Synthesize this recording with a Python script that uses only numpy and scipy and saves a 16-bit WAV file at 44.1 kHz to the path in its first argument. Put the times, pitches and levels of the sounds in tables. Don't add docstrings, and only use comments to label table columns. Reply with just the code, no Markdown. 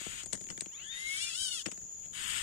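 import sys
import numpy as np
from scipy import signal
from scipy.fft import rfft, irfft, next_fast_len
from scipy.io import wavfile
from scipy.ndimage import uniform_filter1d, map_coordinates

SR = 44100
rng = np.random.default_rng(int(sys.argv[2]) if len(sys.argv) > 2 else 0)


def attenuation_scalar(level_db):
    decades = np.asarray(level_db, float) / 20
    return 10 ** decades


def pcm_store(signal):
    levels = np.round(np.clip(np.atleast_2d(signal), -1, 1) * 32767)
    wavfile.write(sys.argv[1], SR, levels.astype(np.int16).T)


N = 107118

# t/s, level/dB
FIRST_HISS = [
    (0, -50.5),
    (.14, -51),
    (0.211, -53),
    (0.257, -68),
]
LONG_HISS = [
    (.87, -79),
    (.95, -58.5),
    (1.14, -44),
    (1.3, -46),
    (1.449, -45.5),
    (1.599, -46.5),
    (1.631, -48),
]
LAST_HISS = [
    (2.12, -77),
    (2.134, -56.5),
    (2.16, -50),
    (2.24, -44),
    (2.33, -42.5),
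    (2.43, -44),
]
FAINT_HISS = [(0.711, -73.5), (.82, -62.5), (.89, -67.5), (.93, -56), (1.1, -64), (1.2, -58.5),
              (1.299, -59.5), (1.33, -63)]
SHORT_PUFF = [
    (1.99, -90),
    (2.029, -72.5),
    (2.061, -64.5),
    (2.075, -79),
]
HISS_TRIM_DB = [6.43, 3.02, 5.7, 4.2, 3.5]
HISS_RIGHT_TRIM_DB = [2.5, 6.45, 1.3, 11.7, 3.5]
# f/Hz, width/Hz, level/dB
LONG_GAPE = [(1600, 930, -6), (3150, 570, 6.5), (5610, 1400, -3), (7930, 1030, 0.5), (9175, 310, 6),
             (12300, 4300, -10.5)]
COMMON_GAPE = [(1660, 1230, -4), (3184, 860, 0.5), (4890, 750, -9), (8130, 810, -1), (9320, 130, -7),
               (11500, 320, -13)]
FAINT_GAPE = [(1806, 440, -2.5), (3140, 730, -2.5), (5100, 4800, -17)]
# f/Hz, width/Hz, level/dB
LONG_HISS_DIP = (2200, 360, -14)
# f/Hz, level/dB
HISS_RIGHT_DB = [(1000, -8), (3000, -23), (5500, -8.5), (9000, -15.5)]

# f/Hz, level/dB
AIR_COLOUR = [(500, -1.5), (1800, -10.5), (3200, -5.5), (4500, -15.5), (5500, -4), (9000, -3),
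              (10200, -11.5), (15000, -12.5)]
# f/Hz, level/dB
AIR_RIGHT_DB = [(30, -12), (300, -16), (4500, -7.5), (9000, -53)]
# t/s, level/dB
SWAY = [
    (0, -60),
    (.3, -61),
    (.75, -66.5),
    (2.05, -64.5),
    (2.43, -55),
]
# f/Hz, level/dB
RUMBLE_COLOUR = [(12, -1.5), (25, -5), (170, -11), (700, -28), (1200, -90)]

# f/Hz, width/Hz, level/dB
CHORUS_PEAKS = [(6850, 419, 7), (6947, 538, 4)]

# t/s, peak level/dB, knock
# level/dB, bright ring level/dB
CLICKS = [(0.0095, -47, -3, -17), (0.063, -41.5, 0.5, -12), (0.2344, -43.5, -8.5, -1), (0.2588, -45, -8, 2),
          (0.2637, -46, -13, -2), (0.3272, -33.5, -15, -9), (0.3312, -31.5, -11, 4.5),
          (0.3328, -35, -11, -5), (0.342, -43.5, -4.5, -9), (0.346, -42.5, -5.5, -5),
          (0.353, -39.5, -14, -2), (0.3747, -46.5, -7.5, 1), (0.4087, -50, -5, -1.5), (0.4136, -48, -7, 1),
          (0.4395, -51, -7.5, 3), (0.4677, -45.5, -7.5, -6), (0.4883, -38.5, -17.5, -12),
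          (0.5016, -33.5, -13, -18), (0.503, -37.5, -13, -6.5), (0.5077, -42.5, -8, -1),
          (0.523, -52, -2, -7), (0.5768, -37.5, -11, -7), (0.6082, -35, -23, 3.5), (0.617, -42.5, -4, -18),
          (0.6595, -39.5, -9, -13), (1.6589, -29.5, -9, -18), (1.6627, -28, -21, -7.5),
          (1.6687, -41, 2.5, -23), (1.6826, -43, -2.5, -8), (1.7157, -34.5, -22, -6.5),
          (1.72, -40, -11, -9), (1.776, -49, -6, -4), (1.815, -55.5, -12, -1), (2.055, -58.5, -8, 6)]
# f/Hz, width/Hz, level/dB
BEAK = [(1940, 1280, -3), (3260, 970, -0.5), (5870, 400, -7)]
BRIGHT_TWIG = [(7780, 1120, 12), (8940, 1400, -7)]
NEST_BOWL = [(95, 29.7, -4.5), (181.7, 31, -3), (332, 72, 0.5), (595, 336, -0.5)]

# t/s, f/Hz, level/dB, overtone level/dB
LONG_WHISTLE = [(.675, 656, -82, 6), (0.721, 926.5, -74, 12), (0.755, 1170, -66, 8),
                (.81, 1400, -69.5, 14.5), (0.85, 1650, -59, 6), (0.883, 1775, -53.5, 1.5),
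                (.91, 1833, -57, -15), (.975, 1985, -47, -8), (1.001, 2052, -46, -10.5),
                (1.09, 2162, -36.5, -35), (1.142, 2205, -39, -33), (1.18, 2280, -47, -22),
                (1.26, 2357, -48, -28), (1.295, 2460, -47, -18)]
HIGH_WHISTLE = [
    (0.775, 1970, -61, -8),
    (0.811, 2398, -59, -6),
    (0.85, 2985, -53, -12),
    (0.879, 3260, -53.5, -18),
    (0.901, 3600, -41, -34),
    (0.981, 3710, -47, -20),
    (0.999, 3815, -56.5, -32),
    (1.1, 3940, -47, -28),
]
LOW_WHISTLE = [(1.17, 608.2, -78, -0.18), (1.237, 729.6, -62.5, 0.3), (1.265, 690, -66, 0.33),
               (1.294, 693.5, -61.5, .3), (1.329, 649.6, -63, .3), (1.356, 708, -58, 0.26),
               (1.398, 776, -64, 0.2), (1.441, 782.4, -57, 0.21), (1.472, 744, -58.5, 0.31),
               (1.497, 741.7, -58, .3), (1.56, 694, -62, 0.27), (1.593, 623, -66, 0.44),
               (1.62, 556, -66, 0.33)]
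CHIRP = [
    (2.134, 9200, -70, 0),
    (2.149, 9900, -57, 0),
    (2.17, 10200, -54, 0),
    (2.19, 9900, -67.5, 0.0037),
]
# multiple of f, level/dB; the first ignores the overtone level
LONG_ORDERS = [(1, 0), (2, -5), (3, -5), (4, -14), (5, -7)]
HIGH_ORDERS = [(1, 0), (1 / 3, -12), (1 / 2, -6), (2 / 3, -10), (3 / 2, -6)]
LOW_ORDERS = [(2, 0), (3, 2), (4, 12), (5, 9), (6, 7), (7, 6), (8, 5)] + [(k, 4) for k in range(10, 13)]
# f/Hz, width/Hz, level/dB
WHISTLE_COLOURS = [
    [(5100, 900, -25), (3200, 700, 6)],
    [],
    [(2340, 160, -22)],
    [],
]
FLICKER_DB = [2.2, 2.6, 2.6, 9]
WAVER = [.003, .005, .007, .03]
WHISTLE_RIGHT_DB = [-8, -14, -18, -11]

# f/Hz, level/dB
AUDIBLE = [(2000, -116), (7400, -108), (8000, -90), (10100, -85), (12400, -94), (13500, -102), (15500, -89)]


def unit(x):
    return x / np.sqrt(np.mean(x ** 2) + 1e-20)


def along(points, hz):
    f, v = np.transpose(points)
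    return np.interp(np.log(hz + 1), np.log(f + 1), v)


def curves(rows):
    s, *columns = np.transpose(rows)
    t = np.arange(N) / SR
    since_start = t - s[0] + (s[0] < .01)
    until_end = s[-1] - t + (s[-1] > 2.4)
    gate = np.clip(np.minimum(since_start, until_end) / .012, 0, 1)
    return [gate] + [np.interp(t, s, column) for column in columns]


def wobble(rate):
    knots = rng.standard_normal(int(N * rate / SR) + 4)
    return map_coordinates(knots, [np.arange(N) * rate / SR])


def filtered(x, response):
    m = next_fast_len(N + SR // 4)
    return irfft(rfft(x, m) * response(np.fft.rfftfreq(m, 1 / SR)), m)[..., :N]


def resonant(x, peaks):
    def response(f):
        total = 0
        for k, (center, width, db) in enumerate(peaks):
            damping = 1j * f * width
            total = total + (-1) ** k * attenuation_scalar(db) * damping / (center * center - f * f + damping)
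        return total
    return filtered(x, response)


def placed(x, right_db, scatter):
    lag_s = -0.0002884
    leaves = rng.standard_normal(3000) * attenuation_scalar(-60 * np.arange(3000) / 3000)
    far = x + scatter * signal.fftconvolve(x, leaves / np.linalg.norm(leaves))[:N]
    far = filtered(far, lambda hz: attenuation_scalar(along(right_db, hz)) * np.exp(-2j * np.pi * hz * lag_s))
    return 1.926 * np.array([x, far / np.hypot(1, scatter)])


def hisses():
    rasp_hz, rasp_drift, rasp_jitter, rasp_share = 720, .07, .07, .45
    voiced_share, voiced_jitter = 1.3, .018
    takes = [FIRST_HISS, LONG_HISS, LAST_HISS, FAINT_HISS, SHORT_PUFF]
    gapes = [COMMON_GAPE, LONG_GAPE, COMMON_GAPE, FAINT_GAPE, COMMON_GAPE]
    out = 0
    for rows, gape, trim_db, right_trim_db in zip(takes, gapes, HISS_TRIM_DB, HISS_RIGHT_TRIM_DB):
        gate, effort_db = curves(rows)
        voiced, low_hz = curves(LOW_WHISTLE)[:2]
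        voiced = voiced * (rows is LONG_HISS)
        loose_hz = rasp_hz * (1 + rasp_drift * wobble(14) + rasp_jitter * wobble(300))
        locked_hz = low_hz * (1 + voiced_jitter * wobble(200))
        phase = 2 * np.pi * np.cumsum(np.where(voiced > .5, locked_hz, loose_hz)) / SR
        pulses = np.exp(60 * (np.cos(phase) - 1))
        slaps = unit(np.diff(pulses, prepend=0)) * attenuation_scalar(2 * wobble(40))
        breath = rng.standard_normal(N) + (rasp_share + voiced_share * voiced) * slaps
        breath = breath / np.hypot(1, voiced_share * voiced) * attenuation_scalar(0.72 * wobble(40.04))
        breath = filtered(resonant(breath, gape),
                          lambda hz: 1 / (1 + (850 / (hz + 1)) ** 4) / (1 + (hz / 13500) ** 12))
        if rows is LONG_HISS:
            center, width, dip_db = LONG_HISS_DIP
            breath = filtered(breath, lambda hz: attenuation_scalar(dip_db * np.exp(-((hz - center) / width) ** 2)))
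        hiss = gate * attenuation_scalar(effort_db + trim_db) * unit(breath)
        out = out + placed(hiss, HISS_RIGHT_DB, scatter=3.2) * attenuation_scalar([[0], [right_trim_db]])
    return out


def air():
    air_db = -68

    def shaded(x, colour):
        return filtered(x, lambda hz: attenuation_scalar(along(colour, hz)) * [1 + 0 * hz, attenuation_scalar(along(AIR_RIGHT_DB, hz))])

    def leveled(x):
        return x / np.sqrt(np.mean(x[0] ** 2))

    leaves = shaded(rng.standard_normal((2, N)) * attenuation_scalar(0.27 * wobble(24.0)), [(100, 2)] + AIR_COLOUR)
    lumps = attenuation_scalar(3.8 * np.array([wobble(42.97), wobble(11.34)]))
    rumble = shaded(rng.standard_normal((2, N)) * lumps, RUMBLE_COLOUR)
    sway_db = curves(SWAY)[1]
    return attenuation_scalar(air_db + 10) * leveled(leaves) + attenuation_scalar(sway_db + 8.0) * leveled(rumble)


def chorus():
    chorus_db, octave_db, buckles_hz = -49, -31, 235.5
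    crowd = []
    for side in range(2):
        beat = np.cos(2 * np.pi * np.cumsum(buckles_hz * (1 + 0.099 * wobble(30))) / SR)
        drive = rng.standard_normal(N) * (1 + 0.15 * beat)
        song = unit(resonant(resonant(drive, CHORUS_PEAKS), [(6480, 2600, 0)]))
        octave = unit(resonant(song ** 2, [(12700, 480, 0)]))
        crowd.append((song + attenuation_scalar(octave_db) * octave) * attenuation_scalar(.9 * wobble(6)))
    return attenuation_scalar(chorus_db) * attenuation_scalar([[4.5], [.5]]) * np.array(crowd)


def clicks():
    snap_s, rise_s = .0055, .0008
    settle_db, settle_s = -23, 0.11
    knock_lag_s, knock_s, knock_hz = .0022, 0.032, 240
    snap, bright, knock = np.zeros((3, N))
    t = np.arange(4000) / SR
    for s, db, knock_db, bright_db in CLICKS:
        i, j = round(s * SR), round((s + knock_lag_s) * SR)
        grit, thud_grit, grains = rng.standard_normal((3, len(t)))
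        held_grains = np.repeat(grains, 50)[:len(t)]
        settle = attenuation_scalar(settle_db - 60 * t / settle_s + 2.8 * held_grains)
        attack = attenuation_scalar(-60 * t / snap_s) * (1 - np.exp(-t / rise_s)) * 1.93
        crackle = grit * (attack + settle)
        thud = (0.72 + thud_grit) * np.sin(2 * np.pi * knock_hz * t) * attenuation_scalar(-60 * t / knock_s) / 2.84
        snap[i:i + len(t)] += attenuation_scalar(db) * crackle
        bright[i:i + len(t)] += attenuation_scalar(db + bright_db) * crackle
        knock[j:j + len(t)] += attenuation_scalar(db + knock_db) * thud
    body = attenuation_scalar(12.0) * resonant(snap, BEAK)
    body += attenuation_scalar(10.0) * resonant(bright, BRIGHT_TWIG)
    body += attenuation_scalar(25) * resonant(knock, NEST_BOWL)
    body = filtered(body, lambda hz: 1 / (1 + 1j * (hz / 9600) ** 9) + .1)
    return placed(body, [(200, -38.0), (3000, -30.0), (7000, -47)], scatter=0.58)


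def whistles():
    glides = [LONG_WHISTLE, HIGH_WHISTLE, LOW_WHISTLE, CHIRP]
    stacks = [LONG_ORDERS, HIGH_ORDERS, LOW_ORDERS, [(0.97, 0)]]
    out = 0
    for rows, orders, shading, flicker_db, waver, right_db in zip(
            glides, stacks, WHISTLE_COLOURS, FLICKER_DB, WAVER, WHISTLE_RIGHT_DB):
        gate, hz, level_db, over_db = curves(rows)
        phase = 2 * np.pi * np.cumsum(hz * (1 + waver * wobble(90))) / SR
        voice = 0
        for i, (k, db) in enumerate(orders):
            colour = sum(c_db * np.exp(-((k * hz - c) / w) ** 2) for c, w, c_db in shading)
            depth_db = flicker_db * (.5 + (i > 0) + (k > 9))
            flicker = depth_db * np.clip(wobble(130), -3, 1.5)
            voice = voice + attenuation_scalar(db + over_db * (i > 0) + colour + flicker) * np.sin(k * phase)
        out = out + placed(gate * attenuation_scalar(level_db) * voice, [(2000, right_db)], scatter=0.91)
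    return out


def masked(x):
    mask_db, chance_db, frame_lead = -4.6, 4.4, 392
    frames = dict(fs=SR, nperseg=2048, noverlap=1024, window="cosine")
    hz, t, z = signal.stft(np.pad(x, [(0, 0), (frame_lead, 0)]), **frames)
    power = (abs(z[:, :1024]) ** 2).reshape(2, 128, 8, -1).mean(axis=2)
    hz = hz[4:1024:8, None]
    neighbours = uniform_filter1d(power ** .25, size=13, axis=1) ** 4
    hidden = neighbours * attenuation_scalar(2 * mask_db) + attenuation_scalar(2 * along(AUDIBLE, hz))
    chance = unit(uniform_filter1d(rng.standard_normal(power.shape), size=3, axis=2))
    kept = (power * attenuation_scalar(2 * chance_db * chance) > hidden) | (hz < 2200)
    z[:, :1024] *= np.repeat(kept, 8, axis=1)
    return signal.istft(z, **frames)[1][:, frame_lead:][:, :N]


def scene():
    return hisses() + air() + chorus() + clicks() + whistles()


def top_cut(x):
    return signal.sosfilt(signal.butter(12, 15750, fs=SR, output="sos"), x)


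def record(dry):
    top_hz = 15800
    mix = masked(filtered(dry, lambda hz: (hz < top_hz) * hz / (hz + 15)))
    return top_cut(mix)


dry = scene()
out = record(dry)
pcm_store(out)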